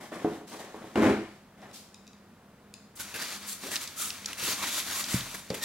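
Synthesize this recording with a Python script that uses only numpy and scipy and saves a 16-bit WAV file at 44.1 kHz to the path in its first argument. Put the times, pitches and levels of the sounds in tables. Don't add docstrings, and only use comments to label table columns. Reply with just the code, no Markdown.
import sys
import numpy as np
from scipy import signal
from scipy.fft import rfft, irfft, next_fast_len
from scipy.io import wavfile
from scipy.ndimage import uniform_filter1d, map_coordinates

SR = 44100
rng = np.random.default_rng(int(sys.argv[2]) if len(sys.argv) > 2 else 0)


def unload_audio(sound):
    columns = np.transpose(np.atleast_2d(sound))
    steps = np.round(np.clip(columns, -1, 1) * 32767)
    wavfile.write(sys.argv[1], SR, steps.astype(np.int16))


N = 248724
TIME = np.arange(N) / SR
AGE = np.arange(SR // 2) / SR
TOP_HZ = 15900


def amp(db):
    return 10 ** (np.asarray(db) / 20)


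def unit(x):
    return x / np.sqrt(np.mean(x ** 2) + 1e-20)


def even(x):
    return x / np.sqrt(np.abs(uniform_filter1d(x ** 2, size=SR // 30)) + 1e-6 * np.mean(x ** 2))


def along(points, hz):
    f, values = np.transpose(points)
    return np.interp(np.log(hz + 1), np.log(f + 1), values)


def fade(rows):
    times, db = np.transpose(rows)
    return amp(np.interp(TIME, times, db)) * (TIME >= times[0]) * (TIME <= times[-1])


def add(track, t, sound):
    part = track[..., round(t * SR):][..., :sound.shape[-1]]
    part += sound[..., :part.shape[-1]]


def filtered(x, response):
    size = next_fast_len(x.shape[-1] + SR // 2)
    return irfft(rfft(x, size) * response(np.fft.rfftfreq(size, 1 / SR)), size)[..., :x.shape[-1]]


# f/Hz, likeness (1 = the same)
CLOSE = [(60, 0.94), (150, 1), (380, 0.99), (950, 1), (2380, 1), (5980, 0.46), (15000, 0.016)]
DISTANT = [(100, 1), (300, 1), (500, 0.96), (1000, 0.89), (2500, 0.81), (5000, 0.13), (14000, -0.34)]
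def spread(pair, likeness):
    def blend(hz):
        angle = np.arccos(np.clip(along(likeness, hz), -1, 1)) / 2
        return np.array([np.cos(angle), np.sin(angle)])
    mid, side = filtered(pair, blend)
    return np.array([mid + side, mid - side])


def coloured(pair, spectrum, likeness):
    return unit(spread(filtered(pair, lambda hz: amp(along(spectrum, hz))), likeness))


def wobble(rate):
    return map_coordinates(rng.standard_normal(int(N * rate / SR) + 4), [TIME * rate])


def friction(rate, rough_db, patchy_db):
    _, _, bands = signal.stft(rng.standard_normal((2, N)), SR, nperseg=512)
    patches = uniform_filter1d(rng.standard_normal(bands.shape[1:]), size=3, axis=0)
    patches = unit(uniform_filter1d(patches, size=14, axis=1))
    pair = signal.istft(bands * amp(patchy_db * patches), nperseg=512)[1][:, :N]
    return pair * amp(rough_db * wobble(rate))


def stroke(length, attack, fall_db_per_s):
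    return np.clip(AGE / attack, 0, 1) * amp(-fall_db_per_s * np.maximum(AGE - length, 0))


def ring(modes, attack, scatter_db):
    tones = sum(amp(db + scatter_db * rng.normal() - 60 * AGE / t60) * np.sin(2 * np.pi * hz * AGE)
                for hz, db, t60 in modes)
    tones *= 1 - np.exp(-AGE / attack)
    return tones / np.abs(tones).max()


def bandpass(x, low_hz, high_hz):
    band = signal.butter(2, [low_hz, min(high_hz, TOP_HZ)], "band", fs=SR, output="sos")
    return signal.sosfilt(band, x)


def burst(t60, band_hz):
    puff = bandpass(rng.standard_normal(len(AGE)) * amp(-60 * AGE / t60), *band_hz)
    return puff / np.abs(puff).max()


# f/Hz, t60/s
ECHO_TIMES = [(100, 0.46), (300, 0.35), (1000, 0.42), (4000, 0.66), (8000, 0.55), (15000, 0.37)]
def room(x, wet_db):
    hz, t, bands = signal.stft(rng.standard_normal((2, SR * 3 // 4)), SR, nperseg=256)
    tail = signal.istft(bands * amp(-60 * t / along(ECHO_TIMES, hz)[:, None]), SR, nperseg=256)[1]
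    tail = spread(np.pad(tail, ((0, 0), (SR // 200, 0))), DISTANT)
    tail /= np.linalg.norm(tail[0])
    return x + amp(wet_db) * signal.fftconvolve(np.atleast_2d(x), tail, axes=1)[:, :N]


# f/Hz, level/dB
AIR_COLOUR = [(20, -2.5), (50, -12.5), (81, -11), (127, -10.5), (200, -5.5), (310, -13.5), (450, -14.5),
              (700, -17), (1400, -20), (2600, -28), (6000, -34.5), (16000, -38)]
def background(fan_hz=204):
    air = coloured(rng.standard_normal((2, N)), AIR_COLOUR, DISTANT)
    hum = unit(filtered(rng.standard_normal(N), lambda hz: 1 / (1 + ((hz - fan_hz) / 4) ** 2)))
    rumble_colour = [(45, -45), (80, 4), (115, -14), (200, -6), (500, -67)]
    rumble = coloured(rng.standard_normal((2, N)), rumble_colour, DISTANT)
    handling = fade([(2.9, -64), (3.6, -71), (4.4, -59), (5.64, -61)])
    return amp(-55.5) * air + amp(-61) * hum + handling * rumble


# t/s, level/dB
CLICK_TIMES = [(1.618, -49), (1.713, -47), (1.944, -39.5), (2.068, -46), (2.077, -42.5), (2.132, -49),
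               (2.7395, -32.5)]
# f/Hz, width/Hz, level/dB
CLICK_BANDS = [(2550, 260, -12.5), (3810, 400, -8.5), (4950, 910, -5.5), (6750, 1400, -6)]
def clicking():
    track = np.zeros(N)
    for t, db in CLICK_TIMES:
        tick = amp(-0.5) * burst(t60=0.0056, band_hz=(2530, 9800))
        shell = sum(amp(level) * burst(t60=0.013, band_hz=(hz - width / 2, hz + width / 2))
                    for hz, width, level in CLICK_BANDS)
        add(track, t, amp(db) * (tick + shell))
    return room(track, wet_db=-3.5) * amp([[1], [-1]])


# t/s, length/s, panel level/dB, hiss level/dB
BOX_SLIDES = [(0.0, 0.043, -45.5, -54), (0.112, 0.049, -41, -54.5), (0.175, .18, -46, -58),
              (0.468, 0.091, -53, -52), (0.513, 0.026, -42.5, -59), (0.583, 0.016, -41, -50),
              (0.635, 0.53, -51, -62.5), (0.81, 0.02, -47, -67), (1.183, 0.18, -63, -66.5),
              (1.57, 0.15, -55.5, -68), (1.616, 0.03, -46.5, -66), (1.727, 0.034, -60, -48.5),
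              (1.76, 0.039, -75, -57)]
# f/Hz, level/dB
PANEL_COLOUR = [(53, -29), (90, -16), (196, -2), (226, 1), (358, 0.5), (440, -3), (743, -2), (958, -9),
                (1040, -6.5), (1570, -11), (1990, -10), (2730, -18), (4000, -19.5), (5200, -55),
                (8800, -120)]
HISS_COLOUR = [(1290, -47), (2200, -7), (3200, -2), (4640, -0.5), (7000, -1.5), (12100, -7.5), (15000, -11),
               (16000, -17)]
def box_sliding():
    power = np.zeros((2, N))
    for t, length, panel_db, hiss_db in BOX_SLIDES:
        swell = stroke(length, attack=0.012, fall_db_per_s=225)
        add(power, t, (amp([[panel_db], [hiss_db]]) * swell) ** 2)
    panel_gain, hiss_gain = np.sqrt(power)
    murmur = panel_gain * coloured(friction(rate=90, rough_db=1.5, patchy_db=1), PANEL_COLOUR, DISTANT)
    hiss = hiss_gain * coloured(friction(rate=200, rough_db=1.5, patchy_db=1), HISS_COLOUR, DISTANT)
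    return room(amp(-0.5) * murmur + amp(1) * hiss, wet_db=-4) * amp([[0.6], [-0.6]])


# t/s, level/dB, hardness/dB
BOX_KNOCKS = [(0.1191, -32.5, 0.5), (0.246, -12, -10.5), (0.412, -35.5, -7), (0.547, -39.5, 4),
              (0.744, -33.5, 4), (0.842, -33.5, -8), (1.187, -26, -17)]
# f/Hz, level/dB, t60/s
BOX_MODES = [(169, -12, 0.24), (232.7, -13, 0.3), (296.3, 0.5, 0.091), (326.4, 4.5, 0.14), (419, 6, 0.077),
             (500, -31, 0.065), (720, 3, 0.066), (766, -16, 0.14)]
def box_knocking():
    track = np.zeros(N)
    for t, db, hard_db in BOX_KNOCKS:
        panels = ring(BOX_MODES, attack=0.0007, scatter_db=1)
        flaps = amp(-14.5) * burst(t60=0.29, band_hz=(216, 800))
        tap = amp(hard_db) * burst(t60=0.016, band_hz=(457, 1010))
        add(track, t, amp(db) * (panels + flaps + tap))
    return room(amp(-2) * track, wet_db=-2)


# f/Hz, width/Hz, level/dB
PANEL_BANDS = [(83.4, 34, -15.5), (129, 23, -9), (174, 35, -19), (208.6, 20, 0.5), (246, 52, 0),
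               (296, 43, -2), (335.4, 21, 3.5), (413, 53, -6), (506, 17, -6), (555, 50, -13),
               (648, 31, -13.5)]
def panel_response(hz):
    return sum((-1) ** k * amp(db) * 1j * hz * width / (centre ** 2 - hz ** 2 + 1j * hz * width)
               for k, (centre, width, db) in enumerate(PANEL_BANDS))


# t/s, boom level/dB, scrape level/dB
DRAG_LEVELS = [(0.958, -23.5, -32.5), (0.975, -21, -33.5), (1.01, -23, -36), (1.027, -19.5, -28),
               (1.06, -20, -29.5), (1.1, -22, -33), (1.135, -31, -43)]
# f/Hz, level/dB
SCRAPE_COLOUR = [(380, -14), (650, -10), (686, -4.5), (1550, -11), (2390, -16), (2590, -18.5), (2840, -21),
                 (3970, -27.5), (7260, -32), (12900, -40.5), (16000, -47)]
def box_dragging(start=0.955, stop=1.15, slips_per_s=140, slip_t60=0.048):
    moving = np.interp(TIME, [start, start + 0.003, stop - 0.01, stop], [0, 1, 1, 0])
    times, *levels = np.transpose(DRAG_LEVELS)
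    boom_gain, scrape_gain = [moving * amp(np.interp(TIME, times, db)) for db in levels]
    gaps = np.exp(0.35 * rng.standard_normal(60)) / slips_per_s
    sizes = amp(2 * rng.standard_normal(60))
    slips = np.zeros(N)
    for t, size in zip(start + np.cumsum(gaps) - gaps[0], sizes):
        add(slips, t, size * amp(-60 * AGE / slip_t60))
    boom = boom_gain * even(filtered(slips * rng.standard_normal(N), panel_response))
    jolt = amp(-18.5) * ring(BOX_MODES, attack=0.00064, scatter_db=1.5)
    crack = amp(-24.5) * burst(t60=0.031, band_hz=(610, 2600))
    add(boom, start + 0.00198, jolt + crack)
    scrape = scrape_gain * even(slips) * coloured(rng.standard_normal((2, N)), SCRAPE_COLOUR, DISTANT)
    return room(amp(-0.5) * boom, wet_db=-3.5) + room(scrape, wet_db=-0.5) * amp([[1.2], [-1.2]])


# t/s, thud level/dB, rap level/dB
FOAM_BUMPS = [(4.427, -35, -38), (5.143, -14.5, -42), (5.504, -27, -21.5)]
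# f/Hz, level/dB, t60/s
THUD_MODES = [(129, -7, .14), (188, 0, .06), (250, -4, .035)]
RAP_MODES = [(240, -8, 0.081), (330, -12, 0.029), (440, 4.5, 0.022), (520, -9, 0.061), (690, -18, 0.019),
             (1270, -9.5, 0.031)]
def foam_bumping():
    track = np.zeros(N)
    for t, thud_db, rap_db in FOAM_BUMPS:
        sway = amp(-32) * ring([(37.3, 0, 0.49)], attack=0.23, scatter_db=0)
        thud = ring(THUD_MODES, attack=0.0012, scatter_db=1)
        shake = amp(-9) * burst(t60=0.37, band_hz=(245, 624))
        shake += amp(-9.5) * burst(t60=0.12, band_hz=(700, 4000))
        rap = ring(RAP_MODES, attack=0.0012, scatter_db=3.5)
        add(track, t, amp(thud_db) * (thud + sway) + amp(rap_db) * (rap + shake))
    return room(track, wet_db=-11)


def foam_squeak(pitch_hz=1850, waver=0.016):
    phase = 2 * np.pi * np.cumsum(pitch_hz * (1 + waver * wobble(400))) / SR
    tone = np.sin(phase) + amp(-4) * np.sin(2 * phase) + amp(-5) * np.sin(3 * phase)
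    return tone * fade([(5.605, -50), (5.622, -42), (5.64, -32)])


# t/s, level/dB, f/Hz
BEAD_SNAPS = [(3.0306, -34, 7170), (3.7568, -11, 4370), (3.763, -15.5, 4000), (3.8315, -26, 9000),
              (3.8748, -22, 4900), (4.1034, -16, 3940), (4.244, -28, 2960), (4.2584, -12.5, 5400),
              (4.3302, -23, 2440), (4.3305, -23.5, 7400), (4.8004, -19, 3520), (5.0403, -17.5, 4300),
              (5.106, -31.5, 2120), (5.207, -19.5, 3370), (5.502, -17, 4100)]
def foam_snapping(rise_s=0.0026):
    track = np.zeros((2, N))
    for t, db, hz in BEAD_SNAPS:
        snap = np.array([burst(t60=0.037, band_hz=(hz * 0.69, hz * 1.45)) for _ in range(2)])
        snap *= np.exp(-(AGE / rise_s - 1) ** 4)
        neighbours = np.array([burst(t60=0.04, band_hz=(1500, 10000)) for _ in range(2)])
        add(track, t, amp(db) * (snap / np.abs(snap).max() + amp(-13) * neighbours))
    return room(amp(-5) * spread(track, likeness=[(3000, 0.99), (10000, 0.35)]), wet_db=-12)


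# f/Hz, level/dB
CRACKLE_COLOUR = [(900, -48), (2000, -7), (4500, 7), (8000, -7), (16000, -19)]
def bead_crackle(catches_per_s=260, scatter_db=1.5):
    caught = rng.random(N) < catches_per_s / SR
    sizes = amp(scatter_db * np.clip(rng.standard_normal(N), -2, 2))
    grain = rng.standard_normal((2, SR // 500)) * np.exp(-AGE[:SR // 500] / 0.00023)
    spikes = signal.fftconvolve((caught * sizes)[None], np.abs(grain), axes=1)[:, :N]
    return coloured(spikes * rng.standard_normal((2, N)), CRACKLE_COLOUR, CLOSE)


# t/s, scuff level/dB, block level/dB, length/s
GRIP_SLIPS = [(2.992, -41, -51, 0.023), (3.139, -37, -44, 0.037), (3.215, -35, -45, 0.02),
              (3.634, -42.5, -42, 0.067), (3.71, -34.5, -49, 0.03), (4.479, -41, -37.5, 0.016),
              (4.5, -32, -49, 0.012), (5.341, -35.5, -41.5, 0.016), (5.541, -33.5, -42.5, 0.017)]
# f/Hz, level/dB
SCUFF_COLOUR = [(200, 4), (700, -32), (1600, 8.5), (6000, 2), (12000, 1), (16000, -6.5)]
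BLOCK_COLOUR = [(60, -50), (150, -14), (280, -1), (400, 0), (750, -7), (1200, -8), (2200, -25)]
def grip_slipping():
    gains = np.zeros((2, N))
    for t, scuff_db, block_db, length in GRIP_SLIPS:
        swell = (1 - np.exp(-AGE / 0.002)) * np.exp(-(AGE / length) ** 4)
        add(gains, t, amp([[scuff_db], [block_db]]) * swell)
    scuff = coloured(friction(rate=900, rough_db=3, patchy_db=2.5), SCUFF_COLOUR, CLOSE)
    block = coloured(friction(rate=400, rough_db=1.5, patchy_db=2), BLOCK_COLOUR, CLOSE)
    return gains[0] * scuff + gains[1] * block


def patch_ringing(hz, sharpness=7):
    half_width = hz / sharpness / 2
    return unit(bandpass(rng.standard_normal((2, len(AGE))), hz - half_width, hz + half_width))


def rub_gains(db, bright_db):
    return amp(db + np.array([[-2.1 - bright_db], [1], [3 + 0.86 * bright_db]]))


# t/s, level/dB
HAND_CREEP = [(2.97, -55.5), (3.1, -50.5), (3.57, -57.5), (3.85, -49.5), (3.94, -55.5), (4.14, -50.5),
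              (4.22, -54), (4.83, -47), (5.26, -46.5), (5.48, -59), (5.58, -47.5), (5.64, -53)]
# t/s, length/s, level/dB, brightness/dB, ringing f/Hz
HAND_STROKES = [(2.953, 0.021, -58.5, 11.5, 7000), (2.986, 0.033, -45, 5, 1470),
                (3.158, 0.092, -43.5, -2, 4700), (3.227, .13, -45, -1, 4480),
                (3.402, 0.07, -51, -3.5, 4750), (3.455, 0.077, -46.5, 7.5, 4400),
                (3.582, 0.11, -49.5, -2, 4270), (3.701, 0.059, -40, 1, 1820), (3.796, 0.038, -45, 1, 4180),
                (3.96, 0.093, -41, 6, 1330), (4.05, 0.045, -47.5, 5.5, 5290),
                (4.263, 0.052, -47, -4.5, 2400), (4.366, 0.063, -41.5, 0, 2720),
                (4.406, 0.068, -37, 2, 2740), (4.458, 0.074, -36.5, -0.5, 4600),
                (4.54, 0.1, -43.5, -1.5, 1110), (4.614, 0.03, -37, -3.5, 1004),
                (4.632, 0.097, -40.5, 1.5, 3710), (4.722, 0.073, -37, 2, 3540),
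                (4.84, 0.088, -41.5, 0, 1540), (4.915, 0.093, -39.5, 3, 1120),
                (5.018, 0.15, -44.5, -2, 4760), (5.08, .08, -40, 2, 2040), (5.156, 0.034, -44.5, -1, 3280),
                (5.265, 0.13, -52, 1.5, 990), (5.608, 0.075, -36.5, 1, 4180)]
# f/Hz, level/dB
RASP_COLOUR = [(150, -14), (260, -1.5), (324, -2), (355, -4), (388, -6), (449, -9.5), (630, -3.5),
               (729, -5.5), (1260, 0), (1530, -1), (2300, -1), (2990, -10.5), (5060, -120)]
GRIT_COLOUR = [(1350, -21.5), (2300, -2.5), (3200, 1.5), (3800, 3.5), (4190, 0.5), (4560, 3), (5170, -1.5),
               (5680, 2.5), (7000, -2.5), (9100, -27), (15400, -120)]
FIZZ_COLOUR = [(4120, -21.5), (7000, -2), (12600, -5), (15100, -13), (16000, -6.5)]
def foam_rubbing():
    power = (rub_gains(0, bright_db=-2) * fade(HAND_CREEP)) ** 2
    ringing = np.zeros((2, N))
    for t, length, db, bright_db, hz in HAND_STROKES:
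        swell = stroke(length, attack=0.45 * length, fall_db_per_s=361)
        add(power, t, (rub_gains(db, bright_db) * swell) ** 2)
        add(ringing, t, amp(db - 5.5) * swell * patch_ringing(hz))
    rasp_gain, grit_gain, fizz_gain = np.sqrt(power)
    rasp = rasp_gain * coloured(friction(rate=420, rough_db=1, patchy_db=0), RASP_COLOUR, CLOSE)
    grit = grit_gain * coloured(friction(rate=570, rough_db=1.5, patchy_db=0.5), GRIT_COLOUR, CLOSE)
    fizz = fizz_gain * coloured(friction(rate=1700, rough_db=2, patchy_db=2), FIZZ_COLOUR, CLOSE)
    crackle = grit_gain * amp(-9) * bead_crackle()
    hands = rasp + grit + fizz + crackle + spread(ringing, CLOSE) + grip_slipping()
    tremble = amp(0.64 * wobble(70))
    return room(hands * tremble, wet_db=-10) * amp([[0.5], [-0.5]])


def scene():
    distant = background() + clicking() + box_sliding() + box_knocking() + box_dragging()
    return distant + foam_bumping() + foam_squeak() + foam_snapping() + foam_rubbing()


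# f/Hz, lead/radians
LEFT_LEAD = [(60, -.04), (200, -0.15), (400, -0.31), (700, -0.36), (1500, -0.53), (3000, -0.74),
             (8000, 0.51)]
def record(dry, bass_hz=62):
    def response(hz):
        lead = np.exp(0.5j * np.outer([1, -1], along(LEFT_LEAD, hz)))
        bass_cut = -hz ** 2 / (bass_hz ** 2 - hz ** 2 + 1j * np.sqrt(2) * bass_hz * hz)
        return lead * bass_cut * (hz < TOP_HZ)
    return filtered(dry, response)


dry = scene()
out = record(dry)
unload_audio(out)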